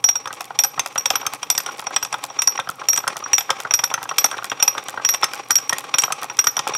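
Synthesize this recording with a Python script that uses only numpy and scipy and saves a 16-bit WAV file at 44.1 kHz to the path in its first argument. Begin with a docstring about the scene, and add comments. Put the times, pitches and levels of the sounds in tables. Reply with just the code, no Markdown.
"""Bright, ringing clicks in an uneven run: a hand swings the handle of a small steel ratchet jack on a
workbench, close to a nearly mono microphone. The pawl snaps over the gear teeth and rings at two high
pitches until the next tooth stops it. Loose gears and the handle knock dully and grind between the
snaps. Behind the jack, the workshop adds a short tail over a low hum."""
import sys
import numpy as np
from scipy import signal
from scipy.fft import rfft, irfft, next_fast_len
from scipy.io import wavfile
from scipy.ndimage import uniform_filter1d

SR = 44100
rng = np.random.default_rng(int(sys.argv[2]) if len(sys.argv) > 2 else 0)


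def to_wav(s):
    """Save 16-bit WAV."""
    ch = np.atleast_2d(s).T  # columns
    pcm = np.round(np.clip(ch, -1, 1) * 32767)  # PCM
    wavfile.write(sys.argv[1], SR, pcm.astype(np.int16))


N = 298557
T = np.arange(N) / SR

# the pawl snaps into a tooth or catches on it:
# t/s, crack level/dB, frame level/dB, ring level/dB, ring f/Hz, ring t60/s, overtone level/dB
PAWL_SNAPS = [(0.0406, -10, -12, -6, 5700.0, 0.13, -18), (0.0878, -9.5, -11.5, -7.5, 5680.0, 0.12, -29),
              (0.155, -21.0, -19, -14.5, 5650.0, 0.088, -39),
              (0.5891, -7.0, -8.5, -0.5, 5660.0, 0.063, -20), (0.6365, -8.5, -16, -3, 5680.0, 0.062, -18),
              (0.647, -16, -21, -16, 5680.0, 0.045, -18), (0.9785, -12.5, -14.5, -12.5, 5680.0, 0.11, -29),
              (1.057, -12, -5, -10, 5650.0, 0.063, -31), (1.1029, -5, -7.5, -20, 5700.0, 0.041, -29),
              (1.1551, -12, -12, -12, 5700.0, 0.038, -23.5), (1.4296, -19, -18, -15, 5710.0, 0.024, -46),
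              (1.501, -4.5, -10, -8.5, 5690.0, 0.083, -19), (1.5503, -21, -19, -26.5, 5670.0, 0.23, -38),
              (1.5779, -6, -16, -7, 5660.0, 0.022, -22), (1.6017, -20, -21, -34.5, 5680.0, 0.1, -36.0),
              (1.6619, -21, -18, -19, 5680.0, 0.026, -57), (1.868, -23.0, -17.5, -18.5, 5670.0, 0.055, -59),
              (1.942, -31.5, -42, -24.5, 5720.0, 0.09, -49.0), (1.9622, -6.5, -5.5, -8, 5680.0, 0.042, -38),
              (2.0266, -16, -17.5, -11.5, 5680.0, 0.045, -28), (2.0485, -15, -18, -30, 5680.0, 0.14, -48),
              (2.1263, -19, -16.0, -18, 5680.0, 0.031, -45), (2.3, -55, -29, -30.0, 5660.0, 0.079, -66.0),
              (2.3893, -31, -14.5, -9.5, 5660.0, 0.07, -44),
              (2.4191, -9, -10.5, -19.5, 5690.0, 0.14, -27.5),
              (2.4738, -5.5, -15, -4.5, 5650.0, 0.085, -23),
              (2.8857, -9, -12.5, -5.5, 5640.0, 0.157, -19.5), (2.9311, -14, -17.5, -13, 5690.0, 0.15, -26),
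              (2.9608, -14.0, -16.5, -26, 5680.0, 0.1, -34),
              (2.9748, -11, -14.5, -11.5, 5700.0, 0.074, -27),
              (3.2388, -46, -31, -22.0, 5700.0, 0.083, -66), (3.3318, -10, -8.5, -3.5, 5690.0, 0.11, -27.5),
              (3.3811, -8.5, -5.5, -14, 5660.0, 0.08, -20.5), (3.407, -16, -18, -27, 5680.0, 0.1, -38),
              (3.5035, -8, -8, -9.5, 5680.0, 0.024, -43.5), (3.7088, -33, -13, -6.5, 5710.0, 0.037, -43),
              (3.7376, -7, -9.5, -4.5, 5700.0, 0.078, -19), (3.7902, -15.5, -13, -15.0, 5680.0, 0.067, -33),
              (3.8384, -7.5, -11.5, -7.5, 5660.0, 0.064, -24),
              (4.091, -23.5, -17, -22.5, 5660.0, 0.084, -48), (4.1826, -4, -5, -11.5, 5690.0, 0.11, -15),
              (4.2423, -4, -9, -7.5, 5670.0, 0.064, -15), (4.26, -18, -13.5, -17.5, 5680.0, 0.058, -36.5),
              (4.3128, -23.5, -18.5, -23, 5680.0, 0.045, -47),
              (4.4983, -22, -20.5, -19.5, 5680.0, 0.035, -43.0), (4.6, -28, -18.0, -19.5, 5696, 0.11, -49),
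              (4.6253, -4, -9, -4.5, 5680.0, 0.076, -20), (4.6782, -9.5, -9.5, -3.5, 5700.0, 0.061, -22),
              (5.0486, -15.5, -9.0, -5, 5700.0, 0.084, -31), (5.0888, -6, -7, -10.5, 5680.0, 0.18, -14.5),
              (5.1387, -13, -16, -18, 5670.0, 0.083, -33.0), (5.145, -14.5, -13.5, -15, 5680.0, 0.057, -35),
              (5.231, -23, -13, -14, 5470.0, 0.11, -43), (5.5067, -4.5, -10.5, -9, 5690.0, 0.11, -22),
              (5.555, -7.5, -12, -4, 5650.0, 0.11, -19.5), (5.5849, -16.5, -20, -33, 5680.0, 0.1, -41.5),
              (5.694, -12, -12.5, -8, 5650.0, 0.025, -35), (5.9398, -19, -6, -8.0, 5650.0, 0.06, -35),
              (5.984, -4.5, -7, -6, 5650.0, 0.098, -26), (6.02, -13.0, -18, -42, 5680.0, 0.1, -42.0),
              (6.0362, -16, -6.5, -11, 5680.0, 0.06, -26.5),
              (6.2986, -33, -16.5, -22.5, 5710.0, 0.058, -56.5),
              (6.3897, -9, -9.5, -1.5, 5700.0, 0.056, -24), (6.4416, -17, -18, -19.5, 5680.0, 0.11, -30),
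              (6.47, -5, -11.5, -8.5, 5700.0, 0.09, -21.5), (6.567, -17, -13.5, -11, 5720.0, 0.031, -31),
              (6.5913, -11, -11.5, -19, 5680.0, 0.041, -47.5),
              (6.7366, -46, -19, -17.5, 5690.0, 0.042, -60.0), (6.7493, -19.0, -15, -18, 5670.0, 0.16, -44)]
# the handle meets its stop or rattles in its socket: t/s, clack level/dB, frame level/dB, ring level/dB
HANDLE_STOPS = [(0.2565, -33, -22, -38), (0.275, -24, -23, -31.5), (0.7941, -6.5, -10.5, -20),
                (0.957, -30, -19, -36.5), (1.214, -40, -21, -25), (1.265, -7, -12.5, -31),
                (2.141, -22.5, -16, -29), (2.576, -41, -19, -22), (2.598, -23.0, -13, -30.0),
                (3.077, -9, -14.5, -31), (3.902, -31, -18.0, -25), (3.9395, -6, -12, -22),
                (4.38, -41, -19.5, -33), (4.516, -38, -12.5, -31), (4.7794, -24, -14.5, -32.5),
                (5.225, -38, -15, -32), (5.241, -5.5, -8.5, -26), (5.7292, -12.5, -12, -28),
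                (6.122, -10.5, -13.5, -27)]
# a loose part lands: t/s, level/dB
PART_DROPS = [(0.328, -19), (0.3526, -33), (0.396, -41.5), (0.4074, -13.5), (0.4427, -25), (0.861, -13.5),
              (0.9267, -34.0), (1.2531, -43), (1.3355, -13.5), (1.6889, -32), (1.72, -28), (1.7815, -28),
              (1.794, -16), (2.222, -39.5), (2.2392, -12), (2.6898, -14.5), (3.1678, -15), (3.5914, -38.5),
              (3.602, -14.5), (4.0292, -14.5), (4.4328, -31), (4.4434, -13), (4.8841, -13.5),
              (5.3178, -35.5), (5.3346, -13), (5.377, -31.0), (5.7834, -12.5), (6.2164, -27),
              (6.2314, -12.5), (6.3697, -23), (6.6755, -11.5)]
# it bounces after each landing: delay/s, relative level/dB
PART_BOUNCES = [(.011, -6), (.021, -14)]
# dull knocks of gears and handle: t/s, level/dB, favoured f/Hz
GEAR_KNOCKS = [(0.041, -17.0, 790.0), (0.087, -16.5, 980.0), (0.154, -18.5, 1250.0), (0.256, -19, 760.0),
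               (0.272, -17, 1540), (0.305, -19, 1640), (0.331, -27, 1000.0), (0.406, -18, 780.0),
               (0.505, -16.5, 990.0), (0.591, -18.5, 790.0), (0.638, -18.5, 1030.0), (0.646, -18, 780.0),
               (0.777, -14, 790.0), (0.793, -12, 1080), (0.859, -16.5, 790.0), (0.956, -12.5, 1240),
               (0.978, -16.5, 780), (1.057, -13.5, 790.0), (1.105, -10.0, 780), (1.154, -11.5, 1140),
               (1.215, -23, 800.0), (1.229, -20.5, 810.0), (1.254, -20, 1180.0), (1.267, -14.5, 1140),
               (1.336, -17, 760), (1.43, -18, 970), (1.5, -15.5, 790), (1.548, -21, 1230.0),
               (1.578, -18, 1830.0), (1.602, -21.0, 790.0), (1.661, -18.0, 940), (1.687, -17, 1130.0),
               (1.793, -19.5, 810.0), (1.823, -21.5, 775), (1.868, -15, 970), (1.907, -21.5, 1080),
               (1.962, -14.5, 1320), (2.026, -14.5, 1220), (2.049, -23, 810.0), (2.127, -17.5, 1250),
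               (2.14, -12.5, 1270), (2.239, -17.5, 850), (2.302, -23, 1080.0), (2.388, -19.5, 1080),
               (2.419, -17.5, 1110), (2.475, -17.5, 1270), (2.576, -19, 1920), (2.59, -8, 1400),
               (2.672, -19, 1320), (2.691, -11, 1370), (2.785, -31, 1150), (2.815, -18, 1240),
               (2.886, -21.5, 820), (2.932, -21, 1080.0), (2.961, -24.5, 804), (2.976, -16, 1080),
               (3.039, -18, 1330), (3.069, -12.5, 1300.0), (3.077, -10, 1080.0), (3.097, -23, 1270),
               (3.158, -21.5, 1470.0), (3.168, -22, 800), (3.224, -21.5, 1140), (3.26, -16, 1066),
               (3.331, -14, 820), (3.381, -13.5, 820.0), (3.405, -21.0, 800.0), (3.492, -10, 1380),
               (3.503, -6.5, 1140), (3.525, -25, 1260), (3.6, -23, 810.0), (3.649, -14, 1210),
               (3.708, -16, 1248), (3.738, -17.5, 1404), (3.791, -17, 980.0), (3.836, -12.0, 1340.0),
               (3.913, -16, 950), (3.925, -23, 1000.0), (3.94, -11, 1930.0), (3.977, -16.5, 1220),
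               (4.017, -22.0, 1070), (4.028, -20.5, 820.0), (4.054, -21, 1080.0), (4.089, -20, 1062),
               (4.111, -13.0, 1030), (4.182, -13.5, 1400), (4.243, -8.5, 1090), (4.26, -27, 820.0),
               (4.314, -18, 1107), (4.326, -20, 1270), (4.341, -16.5, 1360.0), (4.385, -18, 1160),
               (4.423, -18, 1394), (4.443, -18.5, 1540), (4.517, -10.5, 1260), (4.6, -22, 1330),
               (4.625, -13.5, 813), (4.678, -12, 1210), (4.749, -16, 1250), (4.756, -26, 830),
               (4.767, -26, 1350.0), (4.779, -14.5, 1290.0), (4.884, -19.5, 1530.0), (4.94, -18.5, 1080),
               (4.974, -13, 1280), (4.997, -20, 1120), (5.049, -19.5, 1610), (5.088, -16, 1246),
               (5.138, -18.5, 910), (5.144, -16.5, 1000), (5.23, -3.5, 1460), (5.241, -19, 1100),
               (5.334, -20, 820.0), (5.505, -7, 1920.0), (5.555, -20, 1810), (5.584, -22, 810.0),
               (5.698, -15, 1100), (5.725, -8, 1930), (5.784, -20, 820), (5.839, -20.5, 1210.0),
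               (5.94, -10.0, 1370), (5.983, -14, 1870.0), (6.02, -24, 800.0), (6.035, -10, 960.0),
               (6.079, -16, 790.0), (6.103, -15.5, 780), (6.124, -16.5, 1270.0), (6.223, -18.5, 804),
               (6.232, -19.5, 1540.0), (6.242, -17.5, 754), (6.298, -20.5, 1080.0), (6.311, -23.5, 960),
               (6.387, -14.5, 1677), (6.44, -18.5, 1410.0), (6.468, -8.0, 1570.0), (6.567, -18, 883),
               (6.577, -17.5, 1306), (6.593, -11.5, 1250), (6.668, -10.5, 797), (6.705, -19, 786),
               (6.735, -26, 1070), (6.749, -17, 1120)]
# gears grinding under load: t/s, level/dB
GRIND_LEVELS = [(0.0, -52), (0.09, -43.5), (0.49, -39.5), (0.62, -46), (1.11, -37.5), (1.58, -42),
                (1.73, -38.5), (2.6, -41.5), (4.18, -39), (4.88, -39.5), (5.13, -36.5), (5.58, -39.5),
                (5.81, -36), (5.92, -36), (6.37, -39.5), (6.77, -33)]
# modes of each struck part: f/Hz, level/dB, t60/s
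TOOTH_MODES = [(5370, 0, .008), (6200, 0, .005), (7070, -2, .007), (7900, -3, .006), (8635, -6, .012),
               (9300, -6, .005), (10000, -8, .006), (11100, -11, .005), (12300, -13, .005),
               (13400, -17, .005)]
HANDLE_MODES = [(5440, 0, .014), (6290, 0, .028), (7450, -10, .008), (7830, -10, .012), (8640, -5, .013),
                (9890, -6, .012), (11050, -15, .012), (13150, -16, .015)]
FRAME_MODES = [(1745, -17.5, 0.15), (2518, 7, 0.025), (2720, 16, 0.01), (3238, 11.5, 0.016),
               (3518, 20, 0.0083), (3830, 6.5, 0.015), (5100, -100, 0.005)]
BODY_MODES = [(840, 6.5, 0.016), (1006, 3, 0.019), (1138, 12.5, 0.008), (1281, 8, 0.022),
              (1400, 11.5, 0.018), (1570, 5.5, 0.028), (1872, 7, 0.025), (2680, -18, 0.0134)]
BENCH_MODES = [(134, -1, 0.018), (142, 11, 0.021), (294, -14, 0.34), (470, 5.5, 0.063), (548, 13.5, 0.092)]
# spectra of the grinding and of the workshop's hum and hiss: f/Hz, level/dB
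GRIND_SPECTRUM = [(40, -62), (200, -8), (500, 2.5), (720, -2.5), (820, 13), (920, -6.5), (1100, 9.5),
                  (1350, -2.5), (1780, -6), (2400, 1), (2900, -6), (3350, -5), (4200, -11), (9000, -20.5),
                  (15000, -78)]
SHOP_SPECTRUM = [(25, -18), (55, -7), (72, -33), (92, -39), (112, 8.5), (142, 5.5), (170, 1), (240, -6),
                 (288, 9), (320, -9), (500, 3), (545, -2), (600, -9), (830, 6), (1300, -0.5), (2500, -49),
                 (6000, -22), (15000, -17.5)]
# left-right difference at the microphone: f/Hz, level/dB against the common sound
SIDE_SPECTRUM = [(30, -15.5), (70, -21.5), (130, -17), (250, -12), (500, -19.5), (1000, -39), (2000, -18),
                 (5000, -21.5), (8000, -17.5), (13000, -25)]

RING_HZ, STOP_T60_S, DROP_T60_S, DROP_RING_DB = 5685, .04, .09, -52  # the pawl when only shaken
OVERTONE_HZ, OVERTONE_T60_S = 11974, .12


def pawl_ring():
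    """The steel pawl rings at two pitches: snaps excite both, stops and drops choke the lower one."""
    contacts = [(s, db, hz, t60) for s, _, _, db, hz, t60, _ in PAWL_SNAPS]
    contacts += [(s, db, RING_HZ, STOP_T60_S) for s, _, _, db in HANDLE_STOPS]
    contacts += [(s, DROP_RING_DB, RING_HZ, DROP_T60_S) for s, _ in PART_DROPS]
    ring = pawl_mode(*np.transpose(sorted(contacts)), split_hz=50, twin_gain=.55, rise_s=.0011)
    times, *_, ring_hz, _, overtone_db = np.transpose(PAWL_SNAPS)
    hz = OVERTONE_HZ + .85 * (ring_hz - RING_HZ)  # the overtone shifts with the ring
    t60 = np.full(len(times), OVERTONE_T60_S)
    return ring + pawl_mode(times, overtone_db, hz, t60, split_hz=40, twin_gain=.6, rise_s=.0017)


def pawl_mode(times, db, hz, t60, split_hz, twin_gain, rise_s):
    """Every contact stops the old ring and starts a new one; a close twin mode beats against it."""
    last = np.maximum(np.searchsorted(times, T) - 1, 0)
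    age = T - times[last]
    envelope = np.where(age > 0, undb(db[last] - 60 * age / np.clip(t60[last], .01, 1)), 0)
    envelope = signal.lfilter([1], [1, -np.exp(-1 / (rise_s * SR))], envelope) / (rise_s * SR)
    phase = 2 * np.pi * np.cumsum(hz[last]) / SR
    spread, offset = rng.standard_normal((len(times), 2))[last].T
    beat = 2 * np.pi * split_hz * (1 + .43 * spread) * age + 3.07 * offset
    return envelope * (np.sin(phase) + twin_gain * np.sin(phase + beat))


def tooth_cracks():
    """The pawl strikes a gear tooth with a bright crack."""
    times, db, *_ = np.transpose(PAWL_SNAPS)
    return blows(times, db, TOOTH_MODES, scatter_db=4, rattle_s=.0022, rise_s=.00013, noise=.41)


def handle_clacks():
    """The handle hits its stop or socket and rings briefly."""
    times, db, *_ = np.transpose(HANDLE_STOPS)
    return blows(times, db, HANDLE_MODES, scatter_db=3, rattle_s=.0014, rise_s=.0006, noise=.8)


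def loose_parts():
    """A loose part lands with a very short click and bounces twice, more softly."""
    times, db = np.transpose(PART_DROPS)
    clicks = blows(times, db, TOOTH_MODES, scatter_db=4, rattle_s=.00094, rise_s=.000098, noise=1.5)
    for delay_s, bounce_db in PART_BOUNCES:
        timing, force = rng.standard_normal((len(times), 2)).T
        clicks += blows(times + delay_s * (1 + .08 * timing), db + bounce_db + 3 * force, TOOTH_MODES,
                        scatter_db=4, rattle_s=.00055, rise_s=.00012, noise=4)
    return clicks


def frame_clanks():
    """Every snap, drop and stop also rings the frame's lower modes."""
    snaps, drops, stops = np.transpose(PAWL_SNAPS), np.transpose(PART_DROPS), np.transpose(HANDLE_STOPS)
    times = np.r_[snaps[0], drops[0], stops[0]]
    db = np.r_[snaps[2], drops[1] - 6, stops[2]]
    return blows(times, db, FRAME_MODES, scatter_db=.5, rattle_s=.0016, rise_s=.00057, noise=.58)


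def gear_knocks():
    """Where a knock lands favours the body modes near its pitch; the bench top thuds along softly."""
    times, db, hz = np.transpose(GEAR_KNOCKS)
    octaves_off = abs(np.log2(np.array(BODY_MODES)[:, 0] / hz[:, None]))
    body = blows(times, db, BODY_MODES, scatter_db=3, rattle_s=.0022, rise_s=.0012, noise=.35,
                 shape_db=-16 * octaves_off)
    bench = blows(times, .92 * db - 21.5, BENCH_MODES, scatter_db=4, rattle_s=.003, rise_s=.0015, noise=.6)
    return body + bench


def blows(times, peak_db, modes, scatter_db, rattle_s, rise_s, noise, shape_db=0):
    """Each blow is a short gritty rattle that rings the modes unevenly, plus raw contact noise."""
    hz, db, t60 = np.transpose(modes)
    t = np.arange(3072) / SR
    out = np.zeros(N + len(t))
    band = signal.butter(3, [min(hz) / 1.15, max(hz) * 1.15], "band", fs=SR, output="sos")
    decays = undb(-60 * np.outer(1 / t60, t))
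    # first contact, then the parts chatter on more softly
    contact = (np.exp(-t / rattle_s) + .18 * np.exp(-t / (5 * rattle_s))) * (1 - np.exp(-t / rise_s))
    for s, peak, shape in zip(times, peak_db, np.broadcast_to(shape_db, (len(times), len(hz)))):
        strength, detune = rng.standard_normal((2, len(hz)))
        hiss, grit = rng.standard_normal((2, len(t)))
        partials = np.sin(2 * np.pi * np.outer(hz * (1 + .006 * detune), t)) * decays
        ring = undb(db + shape + scatter_db * strength) @ partials
        rattle = hiss * undb(.88 * grit) * contact
        hit = signal.fftconvolve(ring, rattle)[:len(t)]
        crack = signal.sosfilt(band, rattle)
        hit = signal.sosfilt(band, hit / abs(hit).max()) + noise * crack / abs(crack).max()
        start = int(s * SR)
        out[start:start + len(t)] += undb(peak) * hit / abs(hit).max()
    return out[:N]


def gear_grind():
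    """Tiny uneven slips between the gear flanks, with stray thin ticks; the pawl sings faintly along."""
    slips = rng.standard_normal(N) * undb(5 * walk(150) + 2.2 * walk(27))
    touches = rng.standard_normal(N) * (rng.random(N) < 22 / SR)  # about 22 a second
    ticks = rng.standard_normal(N) * signal.lfilter([1], [1, -.985], touches)
    ticks = colour(ticks, [(500, -40), (3000, -10), (6500, -2), (9000, 0), (15000, -4)])
    singing = signal.lfilter(*signal.iirpeak(5690, Q=90, fs=SR), slips)
    grind = level(colour(slips, GRIND_SPECTRUM), 0) + level(ticks, -17.5) + level(singing, -12)
    return grind * undb(np.interp(T, *np.transpose(GRIND_LEVELS)))


def workshop_tail(direct):
    """The room answers, quieter and a little duller than the close jack."""
    return undb(-21) * signal.lfilter([1], [1, -.45], reflections(direct, t60_s=.44, rise_s=.0049))


def reflections(x, t60_s, rise_s):
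    """A dense decaying spray of echoes, of unit energy, smears the sound."""
    t = np.arange(SR // 2) / SR
    spray = rng.standard_normal(len(t)) * undb(-60 * t / t60_s) * np.clip(t / rise_s, 0, 1)
    return signal.fftconvolve(x, spray / np.sqrt(np.sum(spray ** 2)))[:N]


def workshop_hum():
    """Room tone: low hum and hiss, wavering a little."""
    return level(colour(rng.standard_normal(N), SHOP_SPECTRUM) * undb(.5 * walk(4)), -51)


def undb(db):
    return 10 ** (np.asarray(db) / 20)


def level(x, rms_db):
    return x * undb(rms_db) / np.sqrt(np.mean(x ** 2))


def colour(x, points):
    """Filter by a spectrum of points: f/Hz, level/dB."""
    hz, db = np.transpose(points)
    size = next_fast_len(N)
    bin_hz = np.arange(size // 2 + 1) * SR / size
    gain = undb(np.interp(np.log(bin_hz + 1), np.log(hz), db))
    return irfft(rfft(x, size) * gain, size)[..., :N]


def walk(rate_hz):
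    """Random steps, smoothed twice; spread near 1."""
    hold = int(SR / rate_hz)
    steps = np.repeat(rng.standard_normal(N // hold + 1), hold)
    return 1.31 * uniform_filter1d(uniform_filter1d(steps, hold), hold)[:N]


def scene():
    """The jack close up and central, the workshop behind it."""
    clicks = tooth_cracks() + handle_clacks() + loose_parts() + frame_clanks()
    jack = clicks + pawl_ring() + gear_knocks() + gear_grind()
    mid = jack + workshop_tail(jack) + workshop_hum()
    # nearby reflections reach the two microphone ports slightly differently
    side = colour(reflections(mid, t60_s=.07, rise_s=.001), SIDE_SPECTRUM)
    return np.array([undb(2.53) * mid + side, undb(2.43) * mid - side])


def record(dry):
    """The microphone dulls the treble, the loudest snaps overload, and the very top is cut."""
    dulled = colour(dry, [(12500, -2), (16000, -14)])
    top_cut = signal.ellip(12, .2, 100, 16300, fs=SR, output="sos")
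    return signal.sosfilt(top_cut, np.clip(dulled, -.88, .88))


dry = scene()
out = record(dry)
to_wav(out)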